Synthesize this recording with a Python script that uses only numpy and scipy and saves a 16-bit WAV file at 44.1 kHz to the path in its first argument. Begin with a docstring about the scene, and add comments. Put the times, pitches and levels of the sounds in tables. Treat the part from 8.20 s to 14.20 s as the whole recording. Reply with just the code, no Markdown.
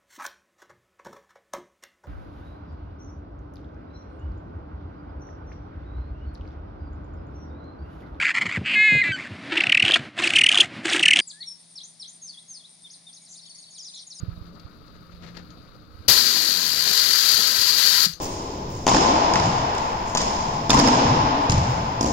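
"""Beach: penguins close by, over shore wash and dull bumps. A rattle tightens into a clean squeal; then
three brays, each a rasp breaking into arched, climbing yelps; two reach a shriek, the third is cut off.
The scene cuts to a quiet meadow: a small songbird twitters over insects and a far hum.
Voices: membrane slaps as noisy pulse trains, steady registers as harmonic sums, yelps and birdsong as
gliding tones. Wash, bumps and air: shaped noise. Insects: pulsed narrow-band noise. Hum: wavering sine."""
import sys
import numpy as np
from scipy import signal
from scipy.fft import rfft, irfft, next_fast_len
from scipy.io import wavfile
from scipy.ndimage import uniform_filter1d, map_coordinates

SR = 44100
rng = np.random.default_rng(int(sys.argv[2]) if len(sys.argv) > 2 else 0)


def wrap_up_sound(samples):
    """Save the sound to the file named by the first command line argument, as 16-bit audio."""
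    columns = np.atleast_2d(samples).T
    # keep every value between -1 and 1, then stretch to whole-number steps
    tamed = np.clip(columns, -1, 1)
    steps = np.round(tamed * 32767).astype(np.int16)
    wavfile.write(sys.argv[1], SR, steps)


N = 264644

# shore wash spectrum: f/Hz, level/dB
WASH_SPECTRUM = [(18, -63), (30, -25), (98, -5), (287, 1.5), (458, -14.5), (586, -7.5), (868, -14.5),
                 (2100, -7.5), (4730, -21.5), (6000, -30), (10600, -39.5), (13800, -84.5), (22000, -120)]
# meadow air spectrum: f/Hz, level/dB
AIR_SPECTRUM = [(40, -33.5), (110, -10), (180, -1), (480, -17), (630, -9), (1500, -20), (2000, -14.5),
                (2900, -19.5), (3600, -7), (5200, -7), (7700, -14.5), (9400, -1.5), (10500, -12),
                (11500, -54)]
# bumps on the sand: t/s, level/dB
BUMPS = [(0.251, -26), (.371, -20), (0.411, -25), (0.72, -21), (0.75, -21), (0.886, -25), (1.103, -30),
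         (1.467, -31), (1.625, -25), (1.791, -30), (2.426, -34)]
# bump spectrum: f/Hz, level/dB
BUMP_SPECTRUM = [(24, -45.5), (40, -22), (90, 2), (140, 1), (462, -16.5), (1200, -35), (1560, -66),
                 (2640, -120)]

# songbird figures, one row a note: t in figure/s, length/s, first f/Hz, middle f/Hz, last f/Hz, level/dB
OPENING = [(0, 0.0292, 5060, 4830, 4480, -40.5), (.065, 0.03, 8060, 7140, 5600, -38.5),
           (.093, .023, 5250, 4280, 3130, -37.5), (.115, .14, 1690, 1804, 2420, -55),
           (.198, .032, 4000, 4400, 3100, -36), (.253, 0.087, 5736, 5450, 5470, -36.5)]
# falling then rising notes, columns as OPENING: t/s, length/s, 3 x f/Hz, level/dB
DIP = [(0, 0.041, 5690, 4940, 3230, -37), (.047, 0.025, 3180, 3550, 4780, -43),
       (.076, .035, 5650, 6400, 7600, -41)]
# three falling notes and a rise, columns as OPENING: t/s, length/s, 3 x f/Hz, level/dB
DROOP = [(0, 0.06, 6620, 6345, 5930, -39.5), (.055, .05, 5950, 4710, 4200, -40),
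         (.112, 0.0287, 3840, 3510, 3170, -50), (.155, 0.03, 3180, 3590, 4300, -43)]
# low note, rise, steep fall, columns as OPENING: t/s, length/s, 3 x f/Hz, level/dB
HOOK = [(0, .04, 3570, 3607, 3140, -44), (.064, .024, 3800, 6100, 6360, -42),
        (.088, .028, 7000, 5050, 3550, -44.5)]
# one falling note, columns as OPENING: t/s, length/s, 3 x f/Hz, level/dB
SWOOP = [(0, .066, 7300, 5250, 4900, -41)]
# figure repeated in the trill, columns as OPENING: t/s, length/s, 3 x f/Hz, level/dB
TICK_SLUR = [(0, .018, 7520, 6640, 6700, -39.5), (.034, .036, 6510, 4790, 3590, -39)]
# song: figure, list of start t/s
SONG = [(OPENING, [3.005]), (DIP, [3.553, 3.795]), (DROOP, [4.015, 4.28]), (HOOK, [4.636, 4.864]),
        (SWOOP, [5.575, 5.63, 5.942])]
# held songbird notes, plain or trilled: t/s, length/s, f/Hz, level/dB, trill depth/share of pitch
BUZZES = [(5.079, 0.082, 6720, -45, 0.11), (5.14, 0.43, 4460, -50.5, .001),
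          (5.732, 0.076, 3890, -41.5, 0.097)]

# rattle bursts: t/s, length/s, level/dB
RATTLE_BURSTS = [(0, 0.11, -22), (.146, 0.041, -22.5), (.213, 0.017, -21.5), (0.258, 0.0072, -20),
                 (0.292, 0.079, -28.5), (0.454, .08, -34.5), (0.837, 0.044, -30), (0.962, 0.11, -36)]
# rattling throat spectrum: f/Hz, level/dB
RATTLE_SPECTRUM = [(290, -67), (500, -28.5), (782, -25), (1600, -5.5), (2120, 1), (2700, -8.5),
                   (4020, -23.5), (4570, -19), (5680, -31.5), (7430, -25.5), (10600, -48), (13800, -88),
                   (22000, -120)]
# squeal register 1, creak: t/s, f/Hz, level/dB
CREAK = [(.44, 284.4, -45.5), (.47, 296, -25.5), (.51, 339, -25), (.553, 352, -17.5)]
# register 2, clean tone: t/s, f/Hz, level/dB
CLEAN_TONE = [(.554, 421.3, -17.5), (.6, 424.4, -15.5), (.673, 432, -15), (.688, 420, -15),
              (.761, 414, -17), (.808, 413.5, -19.5), (.825, 396, -34)]
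# register 3, slide: t/s, f/Hz, level/dB
SLIDE = [(.815, 2093, -15.5), (.828, 1998, -24.5), (.843, 1775, -19.5)]
# register 4, sag: t/s, f/Hz, level/dB
SAG = [(.838, 334, -25), (.867, 339.4, -24.5), (.88, 335, -24), (.922, 318, -26)]
# register 5, whistle: t/s, f/Hz, level/dB
WHISTLE = [(.919, 1584, -29), (.95, 1520, -27), (.968, 1466, -37)]
# tight throat spectrum: f/Hz, level/dB
TIGHT_THROAT = [(1250, -40.5), (1700, -9), (2120, -0.5), (2550, -6.5), (2950, -22.5), (3400, -24),
                (4100, -21.5), (5600, -53.5), (7000, -37), (12000, -72)]
# open throat spectrum: f/Hz, level/dB
OPEN_THROAT = [(300, -35.5), (1400, -23.5), (2100, -6.5), (2650, 1.5), (3100, -6.5), (3700, -25),
               (4700, -22), (5700, -41.5), (8000, -35), (12000, -58.5)]

# brays: flutter lock t/s, lead of ragged yelps/s, flutter length/s, f/Hz, first clean yelp length/s,
# ragged level/dB, clean level/dB, split level/dB, rasp level/dB, squeak between clean yelps level/dB
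BRAYS = [(1.498, .122, 0.12, 2756, .007, -10, -11, -13, -24.5, -47),
         (2.163, 0.12, .13, 2952, .018, -11, -9, -12, -24.5, -29),
         (2.833, .1, .103, 2980, .011, -15, -9, -10.5, -23.5, -18)]
# rasping throat spectrum: f/Hz, level/dB
RASP_SPECTRUM = [(70, -38.5), (310, 7.5), (450, -13), (700, -4.5), (1100, -11), (1700, 0.5), (3400, -4),
                 (5700, -20), (8200, -21), (10600, -36.5), (12500, -59.5)]
# yelp partials: multiple of pitch, level/dB
YELP_PARTIALS = [(1, 2.5), (1.5, -18.5), (2, -19.5), (3, -20.5)]
# beak opening from bray to bray: t/s, treble level/dB
BEAK_OPENING = [(1.4, -7), (2.05, 4.5), (3, 7.5)]

CUT_S, TOP_HZ = 3.008, 15700  # beach to meadow; band limit
FAR_CALLS_START_S, FAR_CALLS_END_S = 3.4, 5.95
TWITTER_START_S, TWITTER_END_S = 5.1, 5.82
TRILL_START_S, TRILL_PACE_S = 5.017, .1213
TRILL_FIRST_DB, TRILL_GROWS_DB = -11.5, 1.57  # first repeat; gain per repeat
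RATTLE_ATTACK_S, RATTLE_RELEASE_S = .0082, .025  # per 30 dB
# spacing of yelp centres in each stage
RAGGED_PACE_S, FLUTTER_PACE_S, SPLIT_PACE_S = .0315, .0257, .0294
RAGGED_FIRST_S, RAGGED_YELP_S, YELP_S = .015, .0033, .0071  # yelp lengths
SETTLE_YELPS = 1  # decay constant of the excess length at the start of a run
RAGGED_FADE_DB, SPLIT_GROWS_DB = 1, 1.2  # change per yelp
DRAWN_OUT_DB = 1.8  # loss per doubling of length
HALF_S, HALF_GAP_S, HALF_DROP_DB = .0043, .0093, 2.5  # split yelp: half length, spacing, loss of second
SHRIEK_AFTER_S = .244  # after the lock
SHRIEK_S, SHRIEK_DB, SHRIEK_HZ = .013, -8.5, 3400
RASP_LEAD_S, RASP_TRAIL_S = .1771, .02  # full this long before the lock and after the shriek
RASP_ATTACK_S, RASP_RELEASE_S = .03, .05  # per 30 dB
RASP_START_DB = -2.5  # swells from here to the first ragged yelp
# fade towards the lock, dip in the flutter, push at the shriek
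RASP_FADE_DB, RASP_LOCKED_DB, RASP_LAST_DB = -6, -17.5, 4


def amp(db):
    """Decibels to gain."""
    return 10 ** (np.asarray(db) / 20)


def unit(x):
    """Scale to rms 1."""
    return x / np.sqrt(np.mean(x ** 2) + 1e-20)


def along(points, hz):
    """(f/Hz, value) points read on a log axis."""
    f, v = np.transpose(points)
    return np.interp(np.log(hz + 1), np.log(f + 1), v)


def clock():
    """Time of every sample, s."""
    return np.arange(N) / SR


def curves(rows):
    """One value per sample for each column after the time."""
    s, *cols = np.transpose(rows)
    return [np.interp(clock(), s, c) for c in cols]


def gate(start_s, end_s, edge_s=.0031):
    """1 between two times, with linear ramps."""
    inside = np.minimum(clock() - start_s, end_s - clock())
    return np.clip(inside / edge_s + .5, 0, 1)


def held(start_s, end_s, attack_s, release_s):
    """Full level between two times, reached and left at a steady rate in dB."""
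    t = clock()
    early = np.maximum(start_s - t, 0) / attack_s
    late = np.maximum(t - end_s, 0) / release_s
    return amp(-30 * (early + late))


def noise(size=N):
    """White noise."""
    return rng.standard_normal(size)


def wobble(rate_hz, size=N):
    """Smooth random curve, rate_hz knots a second."""
    knots = noise(int(size * rate_hz / SR) + 4)
    return map_coordinates(knots, [np.arange(size) * rate_hz / SR])


def oscillate(pitch_hz):
    """Sine of varying pitch: phase is the running sum of frequency."""
    return np.sin(2 * np.pi * np.cumsum(pitch_hz) / SR)


def filtered(x, response):
    """Zero-phase filter: spectrum times a response of frequency."""
    m = next_fast_len(N + SR // 2)
    return irfft(rfft(x, m) * response(np.fft.rfftfreq(m, 1 / SR)), m)[..., :N]


def coloured(x, spectrum, size=4096):
    """Minimum-phase filter of the given spectrum, scaled to rms 1."""
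    gain = amp(along(spectrum, np.fft.rfftfreq(size, 1 / SR)))
    cepstrum = irfft(np.log(gain + 1e-6))
    # folding the cepstrum makes the response causal
    cepstrum[1:size // 2] *= 2
    cepstrum[size // 2 + 1:] = 0
    ringing = irfft(np.exp(rfft(cepstrum)))
    return unit(signal.fftconvolve(x, ringing)[:N])


def add(track, start_s, sound):
    """Mix a short sound into a track."""
    i = int(np.clip(round(start_s * SR), 0, N))
    track[i:i + len(sound)] += sound[:N - i]


def echo(x, t60_s):
    """Diffuse decaying tail of unit energy, without the direct sound."""
    t = np.arange(SR // 2) / SR
    tail = noise(len(t)) * amp(-60 * t / t60_s) * (t > .004)
    return signal.fftconvolve(x, tail / np.linalg.norm(tail))[:N]


def wide(source, spread):
    """Two draws of a source as middle and side."""
    middle, side = source(), spread * source()
    return np.array([middle + side, middle - side])


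def air():
    """Still meadow air: steady shaped noise."""
    return amp(-56.5) * wide(lambda: coloured(noise(), AIR_SPECTRUM), spread=.64)


def hum():
    """Far hum: sine wavering in pitch and level, stronger on the left."""
    tone = oscillate(167 + wobble(23))
    return amp(-64.5 + wobble(1.54)) * tone * amp([[2], [-3]])


def insect(centre_hz, width_hz, rate_hz, db):
    """Thin chirps of wing strokes: narrow-band noise in half-sine pulses with gaps between."""
    band = unit(filtered(noise(), lambda hz: 1 / (1 + (2 * (hz - centre_hz) / width_hz) ** 4)))
    chirps = np.maximum(np.sin(2 * np.pi * rate_hz * clock() + .5 * wobble(5.7)), 0)
    return amp(db) * unit(band * chirps)


def insects():
    """Two chirping bands at different rates."""
    return insect(9260, 450, rate_hz=4.9, db=-63) + insect(8840, 510, rate_hz=7.4, db=-58)


def note(length_s, first_hz, middle_hz, last_hz, db, trill=0):
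    """Whistled parabolic glide through three pitches; a fast trill turns it into a buzz."""
    size = int(length_s * SR)
    u = np.linspace(0, 1, size)
    glide = np.polyval(np.polyfit([0, .5, 1], [first_hz, middle_hz, last_hz], 2), u)
    buzz = np.sin(2 * np.pi * 150 * u * length_s + 2 * wobble(140, size))
    pitch = glide * (1 + .0059 * wobble(400, size) + trill * buzz)
    swell = np.tanh(2 * np.sin(np.pi * u)) * amp(db + 2.66 * wobble(105, size))
    return swell * oscillate(pitch)


def far_calls(centre_hz=2050, db=-69, count=14):
    """Another bird chips faintly far off: short falling notes heard only as echoes."""
    track = np.zeros(N)
    for when, height in rng.uniform(-1, 1, (count, 2)):
        hz = centre_hz * np.exp(.18 * height)
        start_s = np.interp(when, [-1, 1], [FAR_CALLS_START_S, FAR_CALLS_END_S])
        add(track, start_s, note(.0336, 1.08 * hz, hz, .95 * hz, db))
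    return echo(track, t60_s=.3)


def twitter(db=-52, count=44):
    """Softer gliding chirps at random times crowd in among the last slurs."""
    track = np.zeros(N)
    for when, height, sweep, strength in rng.uniform(-1, 1, (count, 4)):
        hz = 4700 * np.exp(.33 * height)
        tilt = np.copysign(.15, sweep - .3)  # most fall
        start_s = np.interp(when, [-1, 1], [TWITTER_START_S, TWITTER_END_S])
        add(track, start_s, note(.026, hz * (1 - tilt), hz, hz * (1 + tilt), db + 2 * strength))
    return track


def songbird():
    """Gliding figures lead into an even, swelling trill; vegetation scatters a tail to each side."""
    song = np.zeros(N)
    figures = [(figure, start_s, 0) for figure, starts in SONG for start_s in starts]
    repeats = np.arange(TRILL_START_S, N / SR, TRILL_PACE_S)
    for k, start_s in enumerate(repeats):
        figures.append((TICK_SLUR, start_s, TRILL_FIRST_DB + TRILL_GROWS_DB * k))
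    for figure, start_s, db in figures:
        for offset_s, *shape in figure:
            add(song, start_s + offset_s, amp(db) * note(*shape))
    for start_s, length_s, hz, db, trill in BUZZES:
        add(song, start_s, note(length_s, hz, hz, hz, db, trill))
    scatter = np.array([echo(song, t60_s=.25) for side in range(2)])
    return song + amp(-4) * scatter


def wash():
    """Restless shore wash: shaped noise of wandering level."""
    return amp(-41.5 + 3.4 * wobble(14)) * coloured(noise(), WASH_SPECTRUM)


def bumps(t60_s=.12):
    """Dull bumps and scuffs on the sand: decaying bursts of low noise."""
    blows, t = np.zeros(N), np.arange(SR // 5) / SR
    for start_s, db in BUMPS:
        add(blows, start_s, amp(db - 60 * t / t60_s) * (1 - np.exp(-t / .001)))
    return blows * coloured(noise(), BUMP_SPECTRUM)


def flaps(rate_hz, jitter, scatter_db, air_share):
    """Uneven slaps of the throat membranes, each letting out a puff of air."""
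    cycles = np.cumsum(rate_hz * np.exp(jitter * wobble(rate_hz))) / SR
    slaps = np.diff(np.floor(cycles), prepend=0)  # one impulse a cycle
    puffs = noise() * np.exp(-3 * (cycles % 1))
    level = amp(scatter_db * np.tanh(wobble(rate_hz)))
    return (unit(slaps) + air_share * unit(puffs)) * level


def windpipe(x, delay_s, reflection):
    """A reflection from the end of the flexing windpipe makes shifting resonances."""
    lag = delay_s * SR * np.exp(.25 * wobble(30))
    return x + reflection * map_coordinates(x, [np.arange(N) - lag], order=1)


def register(rows, throat, jitter, shimmer_db, even=False):
    """Steady vibration: harmonics shaped by the throat; even phases fill the cycle, else it pulses."""
    pitch, db = curves(rows)
    window = gate(rows[0][0], rows[-1][0])
    on = window > 0
    pitch = (pitch * np.exp(jitter * wobble(300)))[on]
    k = np.arange(1, 29)[:, None]
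    gains = amp(along(throat, k * pitch)) * (k * pitch < TOP_HZ)
    phase = 2 * np.pi * k * np.cumsum(pitch) / SR
    phase = phase + even * np.pi / 2 * k ** 2
    voice = np.zeros(N)
    voice[on] = unit(np.sum(gains * np.cos(phase), axis=0))
    return voice * window * amp(db + shimmer_db * wobble(300))


def rattle():
    """Bursts of loose membrane slaps, coloured by windpipe and throat."""
    slaps = flaps(rate_hz=290, jitter=.25, scatter_db=4.5, air_share=.93)
    slaps = windpipe(slaps, delay_s=.000896, reflection=.99)
    bursts = np.zeros(N)
    for start_s, length_s, db in RATTLE_BURSTS:
        bursts += amp(db) * held(start_s, start_s + length_s, RATTLE_ATTACK_S, RATTLE_RELEASE_S)
    return bursts * coloured(slaps, RATTLE_SPECTRUM)


def squeal():
    """A rattle tightens to a creak; the voice jumps registers: clean tone, slide, sag, whistle."""
    voice = rattle()
    voice += register(CREAK, OPEN_THROAT, jitter=.086, shimmer_db=2.5)
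    voice += register(CLEAN_TONE, TIGHT_THROAT, jitter=.002, shimmer_db=.6, even=True)
    voice += register(SLIDE, TIGHT_THROAT, jitter=.021, shimmer_db=1.5)
    voice += register(SAG, TIGHT_THROAT, jitter=.0087, shimmer_db=0)
    voice += register(WHISTLE, TIGHT_THROAT, jitter=.0074, shimmer_db=1.5)
    return voice


def squeak(hz, wander, jitter, flicker_db):
    """Unsteady tone of a weakly driven membrane."""
    pitch = hz * np.exp(wander * wobble(90) + jitter * wobble(900))
    return unit(amp(flicker_db * np.tanh(wobble(160))) * oscillate(pitch))


def rasp(squeak_db=-7, unsteady_db=3):
    """Air forced through the slack throat; in the locked flutter it gives way to a low squeak."""
    level, between = np.zeros(N), np.zeros(N)
    for lock_s, lead_s, flutter_s, *_, rasp_db, between_db in BRAYS:
        shriek_s = lock_s + SHRIEK_AFTER_S
        ragged_s = lock_s - lead_s
        start_s = lock_s - RASP_LEAD_S
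        half_pace_s = FLUTTER_PACE_S / 2
        tightening = np.interp(clock(), [ragged_s, lock_s - FLUTTER_PACE_S, lock_s], [0, 1, 0])
        locked = gate(lock_s - half_pace_s, lock_s + flutter_s + half_pace_s, edge_s=.024)
        push = gate(shriek_s, np.inf, edge_s=.04)
        db = rasp_db + np.interp(clock(), [start_s, ragged_s], [RASP_START_DB, 0])
        db = db + RASP_FADE_DB * tightening + RASP_LOCKED_DB * locked + RASP_LAST_DB * push
        breath = held(start_s, shriek_s + RASP_TRAIL_S, RASP_ATTACK_S, RASP_RELEASE_S)
        level += breath * amp(db)
        between += amp(between_db) * gate(lock_s, lock_s + flutter_s, edge_s=.02)
    level *= amp(unsteady_db * np.tanh(wobble(80)))
    slaps = flaps(rate_hz=345, jitter=.14, scatter_db=14, air_share=.2)
    slaps = 7 * np.tanh(slaps / 7)  # soft tissue rounds off the hardest slaps
    growl = coloured(windpipe(slaps, delay_s=.00168, reflection=.88), RASP_SPECTRUM)
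    loose = squeak(hz=2297, wander=.34, jitter=.082, flicker_db=9.5)
    low = squeak(hz=1980, wander=.05, jitter=.05, flicker_db=8.5)
    return level * (growl + amp(squeak_db) * loose) + between * low


def settling(centres_s, first_s, usual_s, db):
    """Run of yelps settling from a first to a usual length: rows centre t/s, level/dB, length/s."""
    lengths_s = usual_s + (first_s - usual_s) * np.exp(-np.arange(len(centres_s)) / SETTLE_YELPS)
    return list(zip(centres_s, db - DRAWN_OUT_DB * np.log2(lengths_s / usual_s), lengths_s))


def surges():
    """Pressure surges of all brays, stage by stage: rows centre t/s, level/dB, length/s, top f/Hz."""
    rows = []
    for lock_s, lead_s, flutter_s, hz, first_s, ragged_db, clean_db, split_db, *_ in BRAYS:
        shriek_s = lock_s + SHRIEK_AFTER_S
        half_pace_s = FLUTTER_PACE_S / 2
        ragged = np.arange(lock_s - lead_s, lock_s - half_pace_s, RAGGED_PACE_S)
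        clean = np.arange(lock_s, lock_s + flutter_s + half_pace_s, FLUTTER_PACE_S)
        split = np.arange(clean[-1] + FLUTTER_PACE_S, shriek_s - half_pace_s, SPLIT_PACE_S)
        fading_db = ragged_db - RAGGED_FADE_DB * np.arange(len(ragged))
        run = settling(ragged, RAGGED_FIRST_S, RAGGED_YELP_S, fading_db)
        run += settling(clean, first_s, YELP_S, clean_db)
        for k, centre_s in enumerate(split):
            db = split_db + SPLIT_GROWS_DB * k
            run.append((centre_s, db, HALF_S))
            if centre_s + SPLIT_PACE_S < shriek_s:  # the last runs straight into the shriek
                run.append((centre_s + HALF_GAP_S, db - HALF_DROP_DB, HALF_S))
        run.append((shriek_s, SHRIEK_DB, SHRIEK_S))
        for centre_s, db, length_s in run:
            strain = max(centre_s - lock_s, 0) / SHRIEK_AFTER_S
            rows.append((centre_s, db, length_s, hz + (SHRIEK_HZ - hz) * strain ** 2))
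    return rows


def yelp(db, length_s, top_hz, louder, higher):
    """One surge sets a stiff membrane squeaking; pitch arches with the surge, weak surges are rough."""
    rough = np.clip((-4 - db) / 22, 0, 1)  # strong surges lock into a clean tone
    size = int(4 * length_s * SR)
    u = np.linspace(-2, 2, size)  # time in yelp lengths
    surge = np.exp(-np.abs(2 * u) ** 2.3) + .37 * np.exp(-(2 * (u - .6)) ** 2)
    slant = .1 * np.clip((3200 - top_hz) / 120, -2, 1)  # the highest yelps rise, the others fall
    arch = 1 - .34 * (1 - np.exp(-(1.5 * (u + slant)) ** 2))
    pitch = top_hz * (1 + .01965 * higher) * arch
    phase = 2 * np.pi * np.cumsum(pitch * np.exp(.23 * rough * wobble(1800, size))) / SR
    wave = np.zeros(size)
    for k, partial_db in YELP_PARTIALS:
        growth = surge ** np.clip(k - 1, 0, .5)  # overtones grow at the top of the surge
        wave += amp(partial_db) * growth * np.sin(k * phase)
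    flutter = amp(4 * rough * wobble(700, size))
    flutter /= np.sqrt(np.average(flutter ** 2, weights=surge ** 2))
    hiss = .22 * rough * noise(size)
    return amp(db + 1.68 * louder) * surge * flutter * (wave + hiss)


def yelps():
    """All membrane yelps, each centred on its pressure surge, with the top treble rolled off."""
    track = np.zeros(N)
    for centre_s, db, length_s, top_hz in surges():
        louder, higher = noise(2)
        add(track, centre_s - 2 * length_s, yelp(db, length_s, top_hz, louder, higher))
    return filtered(track, lambda hz: amp(along([(9300, -.5), (12500, -26)], hz)))


def brays(beak_hz=5600):
    """Rasp and yelps leave through a beak that opens wider bray by bray, letting more treble out."""
    squeaks = yelps()
    locked = uniform_filter1d(np.abs(squeaks), size=900)  # a membrane locked into a yelp stops rasping
    voice = squeaks + rasp() / (1 + (locked / .11) ** 2)
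    treble = filtered(voice, lambda hz: 1 - 1 / (1 + (hz / beak_hz) ** 10))
    return voice + (amp(curves(BEAK_OPENING)[0]) - 1) * treble


def meadow():
    """Song and insects over air and hum, the whole a little to the left."""
    background = air() + hum() + wide(insects, spread=.24)
    birds = far_calls() + wide(twitter, spread=1) + songbird()
    return (background + birds) * amp([[1.2], [-1.2]])


def beach():
    """Penguins, their echo and bumps over the wash, deepest bass rolled off."""
    penguins = squeal() + brays()
    sound = wash() + bumps() + amp(-21.5) * echo(penguins, t60_s=.088) + penguins
    return signal.sosfilt(signal.butter(8, 82, "high", fs=SR, output="sos"), sound)


def scene():
    """The beach, then the meadow; the cut falls before the third bray's shriek."""
    before = gate(-1, CUT_S)
    return beach() * before + meadow() * (1 - before)


def record(dry):
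    """Nothing is kept above the band limit."""
    return filtered(dry, lambda hz: hz < TOP_HZ)


dry = scene()
out = record(dry)
wrap_up_sound(out)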